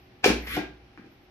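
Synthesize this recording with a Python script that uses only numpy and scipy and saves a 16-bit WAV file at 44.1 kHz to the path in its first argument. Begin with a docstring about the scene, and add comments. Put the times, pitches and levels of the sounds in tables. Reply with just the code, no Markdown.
"""A four-legged robot springs up onto its hind legs on a tiled floor, a metre or two from the microphone.
Its joints snap taut and its feet thump (swelling sines and scattered clicks that ring the frame) and
scuff (noise grains). The motors whirr up to speed (sidebands, gear tones, rasp) and stop with a knock,
and a foot taps later. A thin switching tone comes and goes, cooling fans run on (coloured noise and
hum lines), and the small hard room rings (a tail of decaying noise bands) and booms (a low sine)."""
import sys
import numpy as np
from scipy import signal
from scipy.fft import rfft, irfft
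from scipy.io import wavfile
from scipy.ndimage import uniform_filter1d

SR = 44100
rng = np.random.default_rng(int(sys.argv[2]) if len(sys.argv) > 2 else 0)


def transcribe(signal):
    """Save signal, clipped to [-1, 1], as a 16-bit WAV file at the path in sys.argv[1]."""
    frames = np.atleast_2d(signal).T
    limited = np.clip(frames, -1, 1)
    pcm = np.round(limited * 32767).astype(np.int16)
    wavfile.write(sys.argv[1], SR, pcm)


N = 57330  # samples, 1.3 s
DRIVE_HZ = 11950  # switching tone of the motor drives


def undb(db):
    """Decibels to gain."""
    return 10 ** (np.asarray(db) / 20)


def unit(x):
    """Scale to rms 1."""
    return x / np.sqrt(np.mean(x ** 2) + 1e-20)


def on_log(hz, points):
    """Read (Hz, value) points on a log-frequency axis."""
    p = np.array(points, float)
    return np.interp(np.log(np.maximum(hz, 1)), np.log(p[:, 0]), p[:, 1])


def colour(x, points, tilt_db=0, size=2048):
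    """Minimum-phase filter of unit power with the given spectrum, tilted in dB per octave about 2 kHz."""
    hz = np.arange(size // 2 + 1) * SR / size
    tilt = tilt_db * np.log2(np.maximum(hz, 200) / 2000)
    gain = unit(undb(on_log(hz, points) + tilt))
    # folding the cepstrum onto positive times makes the filter causal
    cepstrum = irfft(np.log(gain))
    cepstrum[1:size // 2] *= 2
    cepstrum[size // 2 + 1:] = 0
    impulse = irfft(np.exp(rfft(cepstrum)))
    return signal.fftconvolve(x, impulse)[:len(x)]


def walk(rate):
    """Smooth random drift of rms 1, with a fresh random value `rate` times a second."""
    k = int(SR / rate)
    steps = np.repeat(rng.standard_normal(N // k + 1), k)
    smooth = uniform_filter1d(uniform_filter1d(steps, k), k)
    return unit(smooth[:N])


def since(start):
    """Seconds since a moment, 0 before it."""
    return np.maximum(np.arange(N) / SR - start, 0)


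def legs():
    """Each blow is a dull thud and a hard clack; both ring the frame and shell as decaying modes."""
    # blows of legs and feet, and at 0.471 s a short creak of the gears: (time [s], thud level [dB], thud pitch
    # [Hz], # thud swell [cycles], clack level [dB], clack tilt [dB per octave], clack scatter [s])
    blows = [(0.2307, -45, 390, 0.76, -27, 0.5, 0.0057), (0.2415, -22.5, 770, 1.45, -1, 0.5, .0012),
             (0.2432, -40, 434, 0.9, 7.5, 0.7, .0018), (0.2600, -5, 403, 0.66, -5.5, 8, 0.0035),
             (0.2775, -16.5, 241, 1.17, -16.5, 4.5, .003), (0.2922, -19, 236, 0.31, -2.5, 1.5, .003),
             (0.3026, -11.5, 283, 0.58, -12, -0.5, 0.0035), (0.471, -48, 310, 0.67, -15.5, 0.5, .005),
             (0.548, -32, 294.2, 3.5, -24, -7.5, .003), (0.565, -27, 1550, 2.9, -11.5, 1, .003),
             (0.5690, -23.5, 706, 1.14, -8, -5.5, 0.0043), (0.573, -19.5, 350.6, 1.63, -9.5, -6.5, 0.0027),
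             (0.5860, -26, 343, 1.3, -15.5, -3, .003), (0.59, -25, 223, 0.71, -12.5, -5, .003),
             (0.9756, -32, 1600, 0.47, -34, -2, 0.00049), (0.9778, -40.5, 332, 1.25, -47, -3, 0.0039),
             (0.9945, -34.5, 251, 0.54, -52, 4, 0.0033), (1.041, -41, 338, 1.2, -37.5, -3, 0.0053),
             (1.062, -39, 267, 0.4, -45, 3, 0.0035)]
    # modes of frame, shell and the space around them: (frequency [Hz], level [dB], t60 [s])
    body = [(148.1, -1, 0.17), (200, -2.5, 0.12), (238, -8, 0.22), (296.4, -3, 0.19), (358, -5, 0.15),
            (398.7, -6, 0.056), (470, -3.5, 0.19), (620, -18, 0.064), (752, -5, 0.047), (830, -7, 0.04),
            (1605, -1, 0.16), (2104, -38, 0.12), (2360, -5, 0.033), (2365, -14, 0.08), (3140, -38, 0.18)]
    # spectrum of a clack before its tilt: (frequency [Hz], relative level [dB])
    clack_spectrum = [(200, -12.5), (600, -5), (1150, -7.5), (1600, -1), (2050, -6), (2600, -0.5),
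                      (3400, -8.5), (5500, -12), (8000, -27.5), (11500, -35.5), (16000, -37.5)]
    ring_db = 7
    push = np.zeros(N)
    for start, thud_db, hz, swell_cycles, clack_db, tilt_db, length in blows:
        cycles = since(start) * hz
        swell = cycles / swell_cycles
        envelope = swell * np.exp(1 - swell)  # peaks at 1 after swell_cycles
        push += .5 * undb(thud_db) * envelope * np.sin(2 * np.pi * cycles)
        push += undb(clack_db) * colour(clack(start, length), clack_spectrum, tilt_db)
    ring = np.zeros(N)
    for hz, db, t60 in body:
        r = np.exp(-np.log(1000) / (t60 * SR))  # decay per sample
        mode = signal.lfilter([1], [1, -r * np.exp(2j * np.pi * hz / SR)], push).real
        ring += undb(db) * 2 * (1 - r) * mode
    return push + undb(ring_db) * ring


def clack(start, length):
    """A click whose frequencies arrive scattered, on average `length` seconds after the start."""
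    delay = start + length * walk(400)[:N // 2 + 1] ** 2  # the drift runs along frequency here
    phase = 2 * np.pi * np.cumsum(delay) * SR / N
    return irfft(np.exp(-1j * phase), N)


def scuff(spread_db=5):
    """Rubber feet skid on the tile in dense stick-slip grains as they shove off."""
    # spectrum of the skid: (frequency [Hz], relative level [dB])
    skid_spectrum = [(200, -11), (600, 17.5), (1200, 1), (2500, 4.5), (3500, -12), (6000, -2.5),
                     (8200, -17.5), (11000, -7), (16000, -27)]
    start_s, rise_s, hold_s, fade_s = 0.248, 0.0074, 0.004, 0.029
    level_db, grains_per_s = -25.5, 1100
    age = since(start_s)
    hits = rng.random(N) < grains_per_s / SR
    grains = hits * rng.standard_normal(N) * undb(spread_db * rng.standard_normal(N))
    rise = np.minimum(age / rise_s, 1)
    fade = np.exp(-np.maximum(age - rise_s - hold_s, 0) / fade_s)
    return undb(level_db) * colour(unit(grains) * rise * fade, skid_spectrum)


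def motors(wobble=0.0396, flutter_db=3):
    """Sidebands fan out from the switching tone as the motors speed up, and the gears sing and rasp."""
    # motor speed before each motor's share: (time [s], electrical frequency [Hz])
    speed = [(0, 4.6), (.3, 4), (.38, 35), (.42, 95), (.46, 270), (.50, 440), (.53, 490), (.553, 560),
             (.568, 110), (.59, 3.66), (1.3, 4.6)]
    # motors turning together: (share of the speed [ratio], level [dB])
    motor_shares = [(1.0, -2.5), (.87, -3.5), (0.67, -18), (0.13, -2)]
    # sidebands of the switching tone: (multiple of the motor's speed [ratio], level [dB])
    sidebands = [(1, -6.5), (2, 0), (3, -11)]
    # gear tones: (multiple of the motor's speed [ratio], level [dB])
    gear_tones = [(2.9, -11), (4.0, -14), (5.3, -1.5), (6.9, -9.5)]
    # spectrum of the gear rasp: (frequency [Hz], relative level [dB])
    rasp_spectrum = [(200, 3), (400, 1), (850, -37), (1150, -9), (1500, 4.5), (2100, -19.5), (2900, -10),
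                     (3400, -1.5), (5500, -14.5), (8000, -24.5), (16000, -36)]
    # what the motor housings pass: (frequency [Hz], relative level [dB])
    casing = [(9000, -15), (11200, 2.5), (12300, -4), (13200, 1), (14500, -11.5)]
    full_hz = 560
    whine_db, mesh_db, rasp_db = -47.5, -34, -37  # relative; the whine is halved at the end
    whine_law, gear_law = 1, 3  # level grows as speed to this power
    t = np.arange(N) / SR
    hz = np.maximum(np.interp(t, *np.array(speed).T), 1)
    effort = hz / full_hz
    whine, mesh = np.zeros(N), np.zeros(N)
    for share, motor_db in motor_shares:
        turn = 2 * np.pi * np.cumsum(hz * share * (1 + wobble * walk(200))) / SR
        for k, db in sidebands:
            gain = undb(motor_db + db + flutter_db * walk(149.3))
            whine += gain * np.cos(k * turn + 2 * np.pi * rng.random())
        for k, db in gear_tones:
            gain = share ** 2 * undb(motor_db + db + flutter_db * walk(123.2))
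            mesh += gain * np.sin(k * turn)
    # multiplying by the switching tone puts a sideband on each side of it
    whine *= undb(whine_db) * effort ** whine_law * np.sin(2 * np.pi * DRIVE_HZ * t)
    rasp = colour(rng.standard_normal(N), rasp_spectrum)
    gears = (undb(mesh_db) * mesh + undb(rasp_db) * rasp) * effort ** gear_law
    return .5 * colour(whine, casing) + gears


def gearbox():
    """Gear teeth chatter, as noise, in a resonance of their housing while the legs swing."""
    # level of the chatter, silent outside these times: (time [s], level [dB])
    chatter_level = [(.40, -54), (.465, -48.5), (0.48, -37.5), (0.488, -61), (.505, -43), (0.552, -40),
                     (.58, -70)]
    resonance_hz, resonance_q = 2033, 4.7
    b, a = signal.iirpeak(resonance_hz, resonance_q, SR)
    once = signal.lfilter(b, a, rng.standard_normal(N))
    chatter = unit(signal.lfilter(b, a, once))
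    t = np.arange(N) / SR
    return chatter * undb(np.interp(t, *np.array(chatter_level).T, left=-np.inf, right=-np.inf))


def holding(waver_db=3.0):
    """The thin switching tone of motors that hold still under load, a sine of wavering level."""
    # level of the tone while holding a pose, before its waver: (time [s], level [dB])
    hold_level = [(0, -75.5), (.15, -88), (1.04, -110), (1.12, -74.5), (1.3, -87)]
    t = np.arange(N) / SR
    level_db = np.interp(t, *np.array(hold_level).T) + waver_db * walk(31.7)
    return undb(level_db) * np.sin(2 * np.pi * DRIVE_HZ * t)


def fans(waver_db=0.54, drift=0.0051):
    """Steady rush of the cooling fans, noise from all sides, with a few wavering hum lines."""
    # spectrum of the rush: (frequency [Hz], relative level [dB])
    rush_spectrum = [(25, -9), (55, 1.5), (90, -2.5), (120, 2), (170, -7.5), (280, -2.5), (370, -6.5),
                     (540, -11.5), (680, -11), (810, -9.5), (950, -16), (1600, -16), (2450, -15),
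                     (3500, -21), (5700, -27), (7000, -42.5), (9000, -45), (11500, -36.5), (16000, -55)]
    # hum lines: (frequency [Hz], level [dB])
    hum_lines = [(58, -68), (122, -69.5), (366, -64), (798, -69)]
    rush_db = -55.5
    hz, noise = diffuse()
    rush = unit(irfft(noise * undb(on_log(hz, rush_spectrum)), N))
    out = undb(rush_db + waver_db * walk(5.2)) * rush
    for f, db in hum_lines:
        gain = undb(db + 2 * walk(10.2))
        turn = 2 * np.pi * np.cumsum(f * (1 + drift * walk(16))) / SR
        out += gain * np.sin(turn)
    return out


def boom():
    """The lowest mode of the room builds slowly and hangs on, a sine with a long decay."""
    # swells of the mode: (time [s], level [dB])
    swells = [(0.263, -26.5), (0.689, -49)]
    mode_hz, t60_s, rise_s = 58.9, 0.98, 0.034
    out = np.zeros(N)
    for start, db in swells:
        age = since(start)
        envelope = (1 - np.exp(-age / rise_s)) * np.exp(-np.log(1000) * age / t60_s)
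        out += undb(db) * envelope * np.sin(2 * np.pi * mode_hz * age)
    return out


def diffuse():
    """Spectra of noise from all sides: alike in both channels in the bass, unrelated in the treble."""
    wide_hz = 584  # the channels part around here
    hz = np.arange(N // 2 + 1) * SR / N
    mid, side = np.exp(2j * np.pi * rng.random((2, len(hz))))
    alike = .98 / (1 + (hz / wide_hz) ** 3)
    left_right = np.array([[1], [-1]])
    return hz, np.sqrt(N / 2) * (mid * np.sqrt(1 + alike) + side * np.sqrt(1 - alike) * left_right)


def room(x):
    """Direct sound a little from the left, then a diffuse tail of noise bands, each with its own decay."""
    # reverberation time of the room: (frequency [Hz], t60 [s])
    room_t60 = [(100, 0.56), (300, 0.36), (1000, 0.35), (2500, 0.33), (6000, 0.38), (12000, 0.11)]
    tail_db, build_s, bass_db = 3.5, 0.0023, -9.5  # bass_db is added well below 600 Hz
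    pan_db, lag_s = 2.5, .00015  # the right channel is weaker and later
    t = np.arange(N) / SR
    hz, noise = diffuse()
    centres = 62.5 * 2. ** np.arange(9)  # octave bands, Hz
    tail = np.zeros((2, N))
    for centre, pick in zip(centres, np.eye(len(centres))):
        band = irfft(noise * on_log(hz, list(zip(centres, pick))), N)
        t60 = on_log(centre, room_t60)
        fade = np.exp(-np.log(1000) * t / t60) * (1 - np.exp(-t / build_s))
        level = undb(tail_db + bass_db / (1 + (centre / 600) ** 2))
        tail += band * fade / np.sqrt(np.sum(fade ** 2)) * level
    left = x * undb(pan_db / 2)
    right = np.roll(x, int(lag_s * SR)) * undb(-pan_db / 2)
    return np.array([left, right]) + signal.fftconvolve(x[None], tail, axes=1)[:, :N]


def scene():
    """The robot in its room, over the boom, the fans and the switching tone."""
    robot = legs() + scuff() + motors() + gearbox()
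    return room(robot) + boom() + fans() + holding()


def record(dry):
    """The recorder cuts the deepest bass and the top."""
    low_hz, top_hz = 32.7, 15750
    lean = signal.sosfilt(signal.butter(2, low_hz, "high", fs=SR, output="sos"), dry)
    return signal.sosfilt(signal.ellip(10, .2, 80, top_hz, fs=SR, output="sos"), lean)


dry = scene()
out = record(dry)
transcribe(out)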